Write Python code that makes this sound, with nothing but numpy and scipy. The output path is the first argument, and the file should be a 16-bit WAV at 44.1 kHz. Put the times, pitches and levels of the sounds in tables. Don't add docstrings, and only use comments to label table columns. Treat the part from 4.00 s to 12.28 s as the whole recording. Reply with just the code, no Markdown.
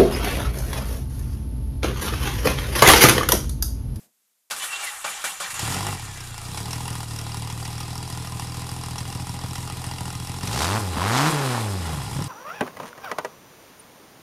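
import sys
import numpy as np
from scipy import signal
from scipy.io import wavfile
from scipy.ndimage import uniform_filter1d

SR = 44100
rng = np.random.default_rng(int(sys.argv[2]) if len(sys.argv) > 2 else 0)


def file_out(sig):
    cols = np.atleast_2d(sig).T
    lim = np.clip(cols, -1, 1)
    pcm = np.round(lim * 32767).astype(np.int16)
    wavfile.write(sys.argv[1], SR, pcm)


N = 365148
T = np.arange(N) / SR

# t/s, f/Hz
FIRING_RATE = [(1.45, 17.1), (1.72, 45.56), (1.85, 50.79), (1.92, 49.49), (2.02, 34.95), (2.39, 26.68),
               (2.69, 40.29), (2.86, 40.78), (3.1, 37.96), (3.8, 39.58), (4.06, 41.31), (4.42, 39.99),
               (4.64, 41.21), (5.94, 42.28), (6.15, 41.17), (6.44, 44.7), (6.59, 69.26), (6.78, 114.24),
               (6.85, 94.6), (6.97, 76.87), (7.29, 162.16), (7.34, 149.85), (7.51, 124.72), (7.83, 85.07),
               (8.11, 57.64), (8.28, 48.58)]
# blow-down/dB, reflection/dB, valve tick/dB, gas puff/dB, piston knock/dB
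CYLINDERS = [(1, 1.5, -3, 2, -2), (0, 2.5, -7, -2.5, -14), (-5, -5, -4, 1, -10), (-2, -6, 0, 4, 0),
             (5, 3.5, -1.5, -1, -9), (-7, -3, -6, -3, -16)]
# t/s, share of their level differences
LOPE = [(2.0, .5), (2.5, .25), (2.75, .45), (3.4, .5), (4.4, .95), (6.4, 1), (6.6, .5)]

def engine():
    hz, = curves(FIRING_RATE, left=0)
    count = np.cumsum(hz) / SR - .469
    total = int(count[-1])
    opening = throttle()
    tone_db, thump_db, rasp_db, block_db = levels(hz, opening)
    cylinder_db = np.array(CYLINDERS)[np.arange(total) % len(CYLINDERS)].T
    firing_s = np.interp(np.arange(total), count, T)
    cylinder_db[:2] *= np.interp(firing_s, *np.transpose(LOPE))
    blow_db, echo_db, tick_db, puff_db, slap_db = cylinder_db
    pipe_jitter, pipe_scatter, jitter, scatter = rng.standard_normal((4, total))
    round_trip_s, puff_lead_s = .00525, .0015
    blow = firings(count, .24, .0003 * pipe_jitter, blow_db + 1.1 * pipe_scatter)
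    echo = firings(count, .24, .0003 * pipe_jitter + round_trip_s, echo_db + 1.1 * pipe_scatter)
    gust = firings(count, .0615, .00043 * jitter - puff_lead_s, puff_db + 2 * scatter)
    taps = firings(count, .098, .00023 * jitter, tick_db + 1.5 * scatter)
    slap = firings(count, .059, .00023 * jitter, slap_db + 2 * scatter)
    distinct = 1 / (1 + (hz / 90) ** 8)
    exhaust = thumps(blow, echo, distinct, opening) * undb(thump_db) + firing_tone(count, tone_db)
    exhaust += rasp(gust, distinct) * undb(rasp_db)
    block = valve_gear(taps, hz, distinct, opening) + piston_knock(slap, distinct)
    return exhaust + block * undb(block_db) + shocks(count, total, hz, opening)


# opens/s, shuts/s, opening relative to idle (-1 to 1), rise/s, release/s
THROTTLE_MOVES = [(1.583, 1.922, 0.61, 0.01, 0.023), (1.958, 2.428, -0.33, 0.01, 0.0097),
                  (2.497, 2.96, 0.19, 0.016, 0.036), (6.413, 6.748, 0.45, 0.013, 0.065),
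                  (6.91, 7.296, 0.7, 0.14, 0.054), (7.312, 7.536, 0.45, 0.042, 0.11),
                  (7.836, 8, 0.13, 0.0067, 0.031), (8.124, 8.166, 0.2, 0.012, 0.013)]

def throttle():
    opening = 0
    for opens, shuts, share, rise, release in THROTTLE_MOVES:
        held_s = np.clip(T, opens, shuts) - opens
        opening += share * (1 - np.exp(-held_s / rise)) * np.exp(-np.maximum(T - shuts, 0) / release)
    return opening


# t/s, duration/s, change of tone and thump/dB, change of rasp and block/dB
MISFIRES = [(3.064, 0.031, -6, -6), (6.8, 0.021, -14, 1.5), (6.977, 0.011, -28, 2.5),
            (7.315, 0.026, -36, 2)]
# f/Hz, level/dB
TONE_LEVEL = [(30, -46), (42, -46.5), (55, -49), (72, -41.5), (86, -34.5), (115, -28.5), (160, -23.5)]
IDLE_HZ, CATCH_S, CATCH_DB_PER_S, STUMBLE_S = 45.7, 1.637, 150, 7.9

def levels(hz, opening):
    def follow(idle_db, db_per_octave, open_db):
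        return idle_db + db_per_octave * np.log2(np.maximum(hz, 1) / IDLE_HZ) + open_db * opening

    catch_db = -CATCH_DB_PER_S * np.maximum(CATCH_S - T, 0) - 120 * (hz == 0)
    pulse_db = catch_db - 2 * np.clip((T - STUMBLE_S) / .036, 0, 1)
    noise_db = catch_db.copy()
    for s, duration, pulse_change, noise_change in MISFIRES:
        missed = np.clip(2 - 4 * abs(T - s) / duration, 0, 1)
        pulse_db += missed * pulse_change
        noise_db += missed * noise_change
    return (np.interp(hz, *np.transpose(TONE_LEVEL)) + pulse_db, follow(-34, 2.3, 4) + pulse_db,
            follow(-43, 3.2, 11.2) + noise_db, follow(-40, 1.4, 7.4) + noise_db)


# f/Hz, bandwidth/Hz, level/dB
PIPE_MODES = [(115.4, 26.6, 3), (260, 230, -6), (163.5, 35, 4), (50.5, 140, -35), (82.5, 100, -15),
              (200.4, 21, 2)]
UPPER_PIPE_MODES = [(265, 50, -3), (316, 40, 0), (400, 60, 1)]

def thumps(blow, echo, distinct, opening):
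    pulses = blow - echo
    upper = ring(pulses * distinct, UPPER_PIPE_MODES) * undb(-30 + 26 * np.minimum(opening, 0))
    rounded = butter(pulses, 150)
    out = upper - ring(rounded * distinct, PIPE_MODES)
    branch = [(181, 12, 0)]
    out += undb(-13) * ring(ring(blow * distinct, branch), branch) * (opening > -.1)
    shut = np.clip(opening / -.35, 0, 1)
    low_mode = ring(out, [(106, 45, 0)])
    return out + shut * (undb(-5.5) * low_mode * abs(np.mean(low_mode * out)) - .58 * out)


def firing_tone(count, level_db):
    angle = 2 * np.pi * count
    wave = np.sin(angle - .15) + .51 * np.sin(2 * angle - .2)
    return -np.sqrt(2) * undb(level_db + walk(40)) * wave


# f/Hz, bandwidth/Hz, level/dB
CRACK_MODES = [(960, 390, 12), (2630, 3700, 1.5)]
REBOUND_MODES = [(1060, 770, 1.5), (490, 500, -3.5)]

def shocks(count, total, hz, opening):
    height = .59 * np.maximum(opening, 0) ** .73 * np.interp(hz, [48, 76], [0, 1])
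    chance = rng.standard_normal((total, 3)).T
    rise = firings(count, -.15, .0004 * chance[0], 2.5 * chance[1])
    fall = firings(count, .14, .0003 * chance[1], 1.5 * chance[2])
    fall *= np.where(np.gradient(hz) > 0, 1.43, .78)
    edge = np.exp(-.5 * (np.arange(-100, 101) / (.0002 * SR)) ** 2)
    fronts = CAPSULE_STOP * np.convolve(1.4 * rise - fall, edge / edge.sum(), "same")
    crack = undb(-17) * noise(CRACK_MODES) * puffs(fall, rise_s=.000092, fall_s=.0023)
    rebound = undb(-24.5) * ring(fall + .5 * np.sign(walk(150)) * rise, REBOUND_MODES)
    return (fronts + crack - rebound) * height


# f/Hz, bandwidth/Hz, level/dB
RASP_MODES = [(313, 440, 1), (834, 49, 5.5), (1020, 26, 2.5), (1280, 190, -7), (1393, 22, -1),
              (1890, 320, -14)]

def rasp(gust, distinct):
    flow = .2 + 1.3 * puffs(gust, rise_s=.0025, fall_s=.00082)
    hiss = ring(rng.standard_normal(N) * flow * undb(1.5 * walk(150)), RASP_MODES)
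    fronts = np.roll(gust * distinct, int(.0022 * SR))
    out = undb(1.5) * butter(hiss, 240, "high") + undb(-3) * putts(fronts)
    hollow = signal.lfilter(*signal.iirnotch(570, 570 / 200, SR), out)
    return .3 * out + .7 * hollow


def putts(fronts):
    where = np.flatnonzero(fronts)
    out = 0
    for hz, width, db in RASP_MODES[1:]:
        blows = np.zeros(N)
        blows[where] = fronts[where] * undb(2.5 * rng.standard_normal(len(where)))
        blows[where] *= rng.choice([-1, 1], len(where))
        out += undb(db) * resonate(blows, hz, width + 50) / np.sqrt(width + 50)
    return unit_rms(butter(out, [650, 1500], "band"))


# t/s, f/Hz, level/dB, 60 dB decay time/s
LATE_FIRINGS = [(6.968, 894, -24, .025), (6.969, 215, -18, 0.037), (7.015, 1013, -21, 0.05),
                (7.578, 920, -19.5, 0.03), (7.925, 153, -27, 0.12), (7.973, 151, -24, 0.087),
                (8.001, 124.7, -24, 0.074), (8.035, 110, -28.5, 0.053), (8.065, 118, -23.5, 0.11),
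                (8.126, 138, -19.5, 0.041), (8.16, 128.6, -21, 0.18), (8.188, 122.4, -13, 0.054),
                (8.212, 154, -17, 0.056), (8.246, 139, -28, 0.15)]

def burbles():
    out = np.zeros(N)
    for s, hz, db, t60 in LATE_FIRINGS:
        age = np.maximum(T - s, 0)
        envelope = 2 * undb(db - 60 * age / t60) * (1 - np.exp(-2 * hz * age))
        out += envelope * np.sin(2 * np.pi * hz * age)
    return out


# f/Hz, bandwidth/Hz, level/dB
BLOCK_MODES = [(2480, 720, 0.5), (3320, 37, 7.5), (3944, 460, 2), (5030, 600, 1.5), (8670, 3300, -1),
               (10100, 5900, -6.5)]

def valve_gear(taps, hz, distinct, opening):
    belt = grind(BLOCK_MODES, 40, 2.04) * (.77 + .87 * puffs(taps, rise_s=.0036, fall_s=.0071))
    sharpness = np.maximum(1 / (1 + (hz / 58) ** 8), 1.3 * opening * distinct)
    return belt + undb(-4) * ticks(taps * sharpness)


# f/Hz, bandwidth/Hz, level/dB
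VALVE_MODES = [(798, 160, 4), (965, 16, 6.5), (1230, 21, 2), (1400, 61, -17), (1840, 51, -2.5),
               (2810, 120, 1.5), (3460, 61, -2), (3740, 250, -25), (4750, 64, 3.5), (5020, 61, -5),
               (5540, 160, 8), (6650, 820, -11), (8400, 3800, 9.5), (10000, 1200, 6.5)]

def ticks(taps):
    where = np.flatnonzero(taps)
    out = 0
    for hz, width, db in VALVE_MODES:
        blows = np.zeros(N)
        blows[where] = taps[where] * undb(2.2 * rng.standard_normal(len(where)))
        rattle = puffs(blows, rise_s=.0002, fall_s=.0018) * rng.standard_normal(N)
        out += undb(db) * resonate(rattle, hz, width) / np.sqrt(width)
    return unit_rms(out)


# f/Hz, bandwidth/Hz, level/dB
PISTON_MODES = [(2010, 180, 8), (2500, 360, -25), (2800, 420, 4.5)]

def piston_knock(slap, distinct):
    return undb(-4) * distinct * noise(PISTON_MODES) * puffs(slap, rise_s=.0009, fall_s=.027)


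# t/s, relative level/dB
HARD_TICKS = [(2.574, -11.5), (2.658, -33), (2.708, -12.5), (2.73, -13.5), (3.187, -17), (3.342, -31),
              (3.37, -15), (3.5, -14.5), (3.65, -16), (3.803, -13), (4.395, -20), (4.543, -17),
              (4.984, -12), (5.123, -21), (5.554, -14.5), (6.431, -24), (6.473, -9.5), (7.017, -21)]

def hard_ticks():
    modes = BLOCK_MODES + RASP_MODES[1:3] + [(5550, 660, 6.9)]
    s, db = np.transpose(HARD_TICKS)
    clicks = np.bincount((s * SR).astype(int), undb(db - 17.5), N)
    response = ring(signal.unit_impulse(int(.04 * SR)), modes)
    blows = undb(5) * signal.fftconvolve(clicks, response / abs(response).max())[:N]
    return blows + noise(modes) * puffs(clicks, rise_s=.00019, fall_s=.0097)


# t/s, spread/s, level/dB
SIZZLES = [(6.63, .076, -28.5), (7.17, .043, -29), (7.26, .024, -33.5), (7.33, .017, -38)]

def sizzle():
    envelope = sum(undb(db) * np.exp(-.5 * ((T - s) / spread) ** 2) for s, spread, db in SIZZLES)
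    return grind([(4360, 3600, 8), (11000, 4000, -17)], 130, 2.5) * envelope


# f/Hz, bandwidth/Hz, level/dB
HOUSING_MODES = [(510, 3200, -8.5), (802, 79, 5.5), (1115, 170, 2.5), (1330, 460, 5.5), (1860, 310, 3.5),
                 (2340, 50, 9), (2724, 38, 11.5), (3030, 45, 4.5), (3430, 690, 2), (4300, 3300, -5.5),
                 (6000, 260, -0.5), (7000, 460, 2), (7900, 1040, -1), (9700, 3000, 0)]
ENGAGED_S, COAST_S, RELEASED_S = .501, 1.58, 1.8

def starter():
    grinding = grind(HOUSING_MODES, 34.87, 3.7) * undb(labour() + .24 * walk(200))
    clatter, thuds = clunks()
    shake = undb(-66) * noise([(31.7, 39, 0)]) * (T > ENGAGED_S)
    return thuds + shake + butter(grinding + clatter + armature() + whines(), 380, "high")


# t/s, level/dB, hold/s, decay rate/(dB/s)
SURGES = [(0.51, -36, .005, 128), (0.563, -33, .02, 100), (0.598, -32.5, 0.25, 38), (0.62, -28.5, .015, 90),
          (0.74, -37, .02, 90), (0.826, -30.5, 0.019, 120), (0.87, -32, .01, 57), (1.043, -28, 0.0066, 44),
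          (1.241, -25.5, 0.013, 120), (1.401, -27.5, 0.0055, 98), (1.503, -30.5, 0.0065, 300),
          (1.541, -31, 0.017, 12), (1.62, -30.5, 0.058, 17)]

def labour():
    level_db = -38 - 7.5 * np.maximum(T - COAST_S, 0)
    for s, db, hold, decay in SURGES:
        surge_db = db - decay * np.maximum(T - s - hold, 0)
        level_db = np.maximum(level_db, np.where((T > s) & (T < RELEASED_S), surge_db, -120))
    return np.where(T > ENGAGED_S, level_db, -120)


# t/s, relative level/dB, 60 dB decay time/s, brightness/dB
TOOTH_IMPACTS = [(0.509, -15.5, 0.21, 4), (1.045, -13, 0.22, -16), (1.241, -14.5, 0.18, -12),
                 (1.404, -17, 0.26, -18.5), (1.593, -23, 0.089, 12)]

def clunks():
    dull = noise([(550, 68, 1), (830, 73, 4.5), (1170, 330, 2), (1520, 270, 3)])
    bright = noise([(3970, 8300, 0)])
    low = noise([(176, 34, 0)])
    clatter = thuds = 0
    for s, db, t60, bright_db in TOOTH_IMPACTS:
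        age = np.maximum(T - s, 0)
        clatter += (T > s) * (dull + undb(bright_db) * bright) * undb(db - 14 - 60 * age / t60)
        thuds += (T > s) * low * undb(db - 38 - 60 * age / .5)
    return clatter, thuds


# f/Hz, bandwidth/Hz, level/dB
WHIRR_MODES = [(4270, 1700, 0), (6850, 230, 2), (9500, 2500, 0)]
# t/s, level/dB
SING_LEVEL = [(.5, -58), (.9, -58), (1.5, -45), (1.95, -51), (2.3, -55), (2.5, -63), (2.6, -90)]

def armature():
    whirr = grind(WHIRR_MODES, 30.4, 1.8) * undb(-51) * (T > ENGAGED_S) * (T < RELEASED_S)
    sing_db, = curves(SING_LEVEL, left=-120)
    return whirr + grind([(7100, 240, 0)], 30.5, 1.7) * undb(sing_db)


# t/s, f/Hz, level/dB
GEAR_GLIDES = [
    [(.6, 2980, -48), (.63, 3020, -35), (.67, 3000, -46)],
    [(.61, 3380, -48), (.635, 3400, -37), (.67, 3400, -48)],
    [(.6, 1880, -48), (.67, 1900, -40), (.74, 1960, -45)],
    [(.7, 2720, -44), (.725, 2700, -34), (.76, 2730, -31), (.78, 2790, -40), (.82, 2800, -41),
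     (.85, 2730, -36), (.91, 2740, -46)],
    [(.82, 2450, -46), (.845, 2270, -35), (.862, 2150, -38), (.878, 2020, -28), (.9, 1920, -42)],
    [(.81, 830, -47), (.84, 820, -42), (.88, 815, -52), (.93, 835, -40), (.96, 835, -48)],
    [(1.88, 2080, -48), (2.0, 1900, -48), (2.2, 1630, -50), (2.45, 1300, -53), (2.6, 1150, -58)],
]

def whines():
    flutter_db, waver = 3 * walk(80), 1 + .012 * walk(250)
    out = 0
    for glide in GEAR_GLIDES:
        hz, db = curves(glide)
        sounding = (T > glide[0][0]) & (T < glide[-1][0])
        out += sounding * undb(db + flutter_db) * np.sin(2 * np.pi * np.cumsum(hz * waver) / SR)
    return out


# t/s, hiss level/dB, rumble level/dB
YARD_LEVELS = [(0, -54, -65), (.05, -56.5, -65), (.08, -67, -69), (.14, -68, -90), (.48, -69.5, -99)]

def yard():
    hiss_db, rumble_db = curves(YARD_LEVELS)
    hiss = noise([(2500, 12000, -.5), (6800, 2700, 8), (12600, 3300, 6.5)])
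    rumble = noise([(205, 43, -6), (700, 330, -18)])
    return hiss * undb(hiss_db) + rumble * undb(rumble_db)


def undb(db):
    return 10 ** (np.asarray(db) / 20)


def unit_rms(x):
    return x / np.sqrt(np.mean(x ** 2))


def curves(table, left=None):
    s, *columns = np.transpose(table)
    return [np.interp(T, s, column, left=left) for column in columns]


def butter(x, hz, kind="low", order=2):
    return signal.sosfilt(signal.butter(order, hz, kind, fs=SR, output="sos"), x)


def resonate(x, hz, width):
    return signal.lfilter(*signal.iirpeak(hz, hz / width, SR), x)


def ring(x, modes):
    return unit_rms(sum((-1) ** k * undb(db) * resonate(x, hz, width)
                        for k, (hz, width, db) in enumerate(modes)))


def noise(modes):
    return ring(rng.standard_normal(N), modes)


def grind(modes, rate, flutter_db):
    return unit_rms(sum(undb(db + flutter_db * walk(rate)) * resonate(rng.standard_normal(N), hz, width)
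                        for hz, width, db in modes))


def walk(rate):
    hold = int(SR / rate)
    return uniform_filter1d(np.repeat(rng.standard_normal(N // hold + 1), hold), hold)[:N]


def firings(count, phase, late_s, db):
    place = (np.interp(np.arange(len(db)) + phase, count, T) + late_s) * SR
    return np.bincount(np.minimum(place.astype(int), N - 1), undb(db), N)


def puffs(clicks, rise_s, fall_s):
    t = np.arange(int(.05 * SR)) / SR
    return signal.fftconvolve(clicks, np.exp(-t / fall_s) * (1 - np.exp(-t / rise_s)))[:N]


def scene():
    return (engine() + burbles() + sizzle() + hard_ticks() + starter() + yard())[None]


CAPSULE_STOP, CAPSULE_LEAK, CAPSULE_GIVE = 4.6, .998, .16

def record(dry):
    swing = signal.lfilter([1], [1, -CAPSULE_LEAK], dry)
    swing -= (1 - CAPSULE_GIVE) * np.maximum(swing - CAPSULE_STOP, 0)
    out = signal.lfilter([1, -CAPSULE_LEAK], [1], swing)
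    out = butter(out, 12, "high", order=1)
    out = butter(out, 12500)
    return signal.sosfilt(signal.ellip(10, .2, 80, 15500, fs=SR, output="sos"), out)


dry = scene()
out = record(dry)
file_out(out)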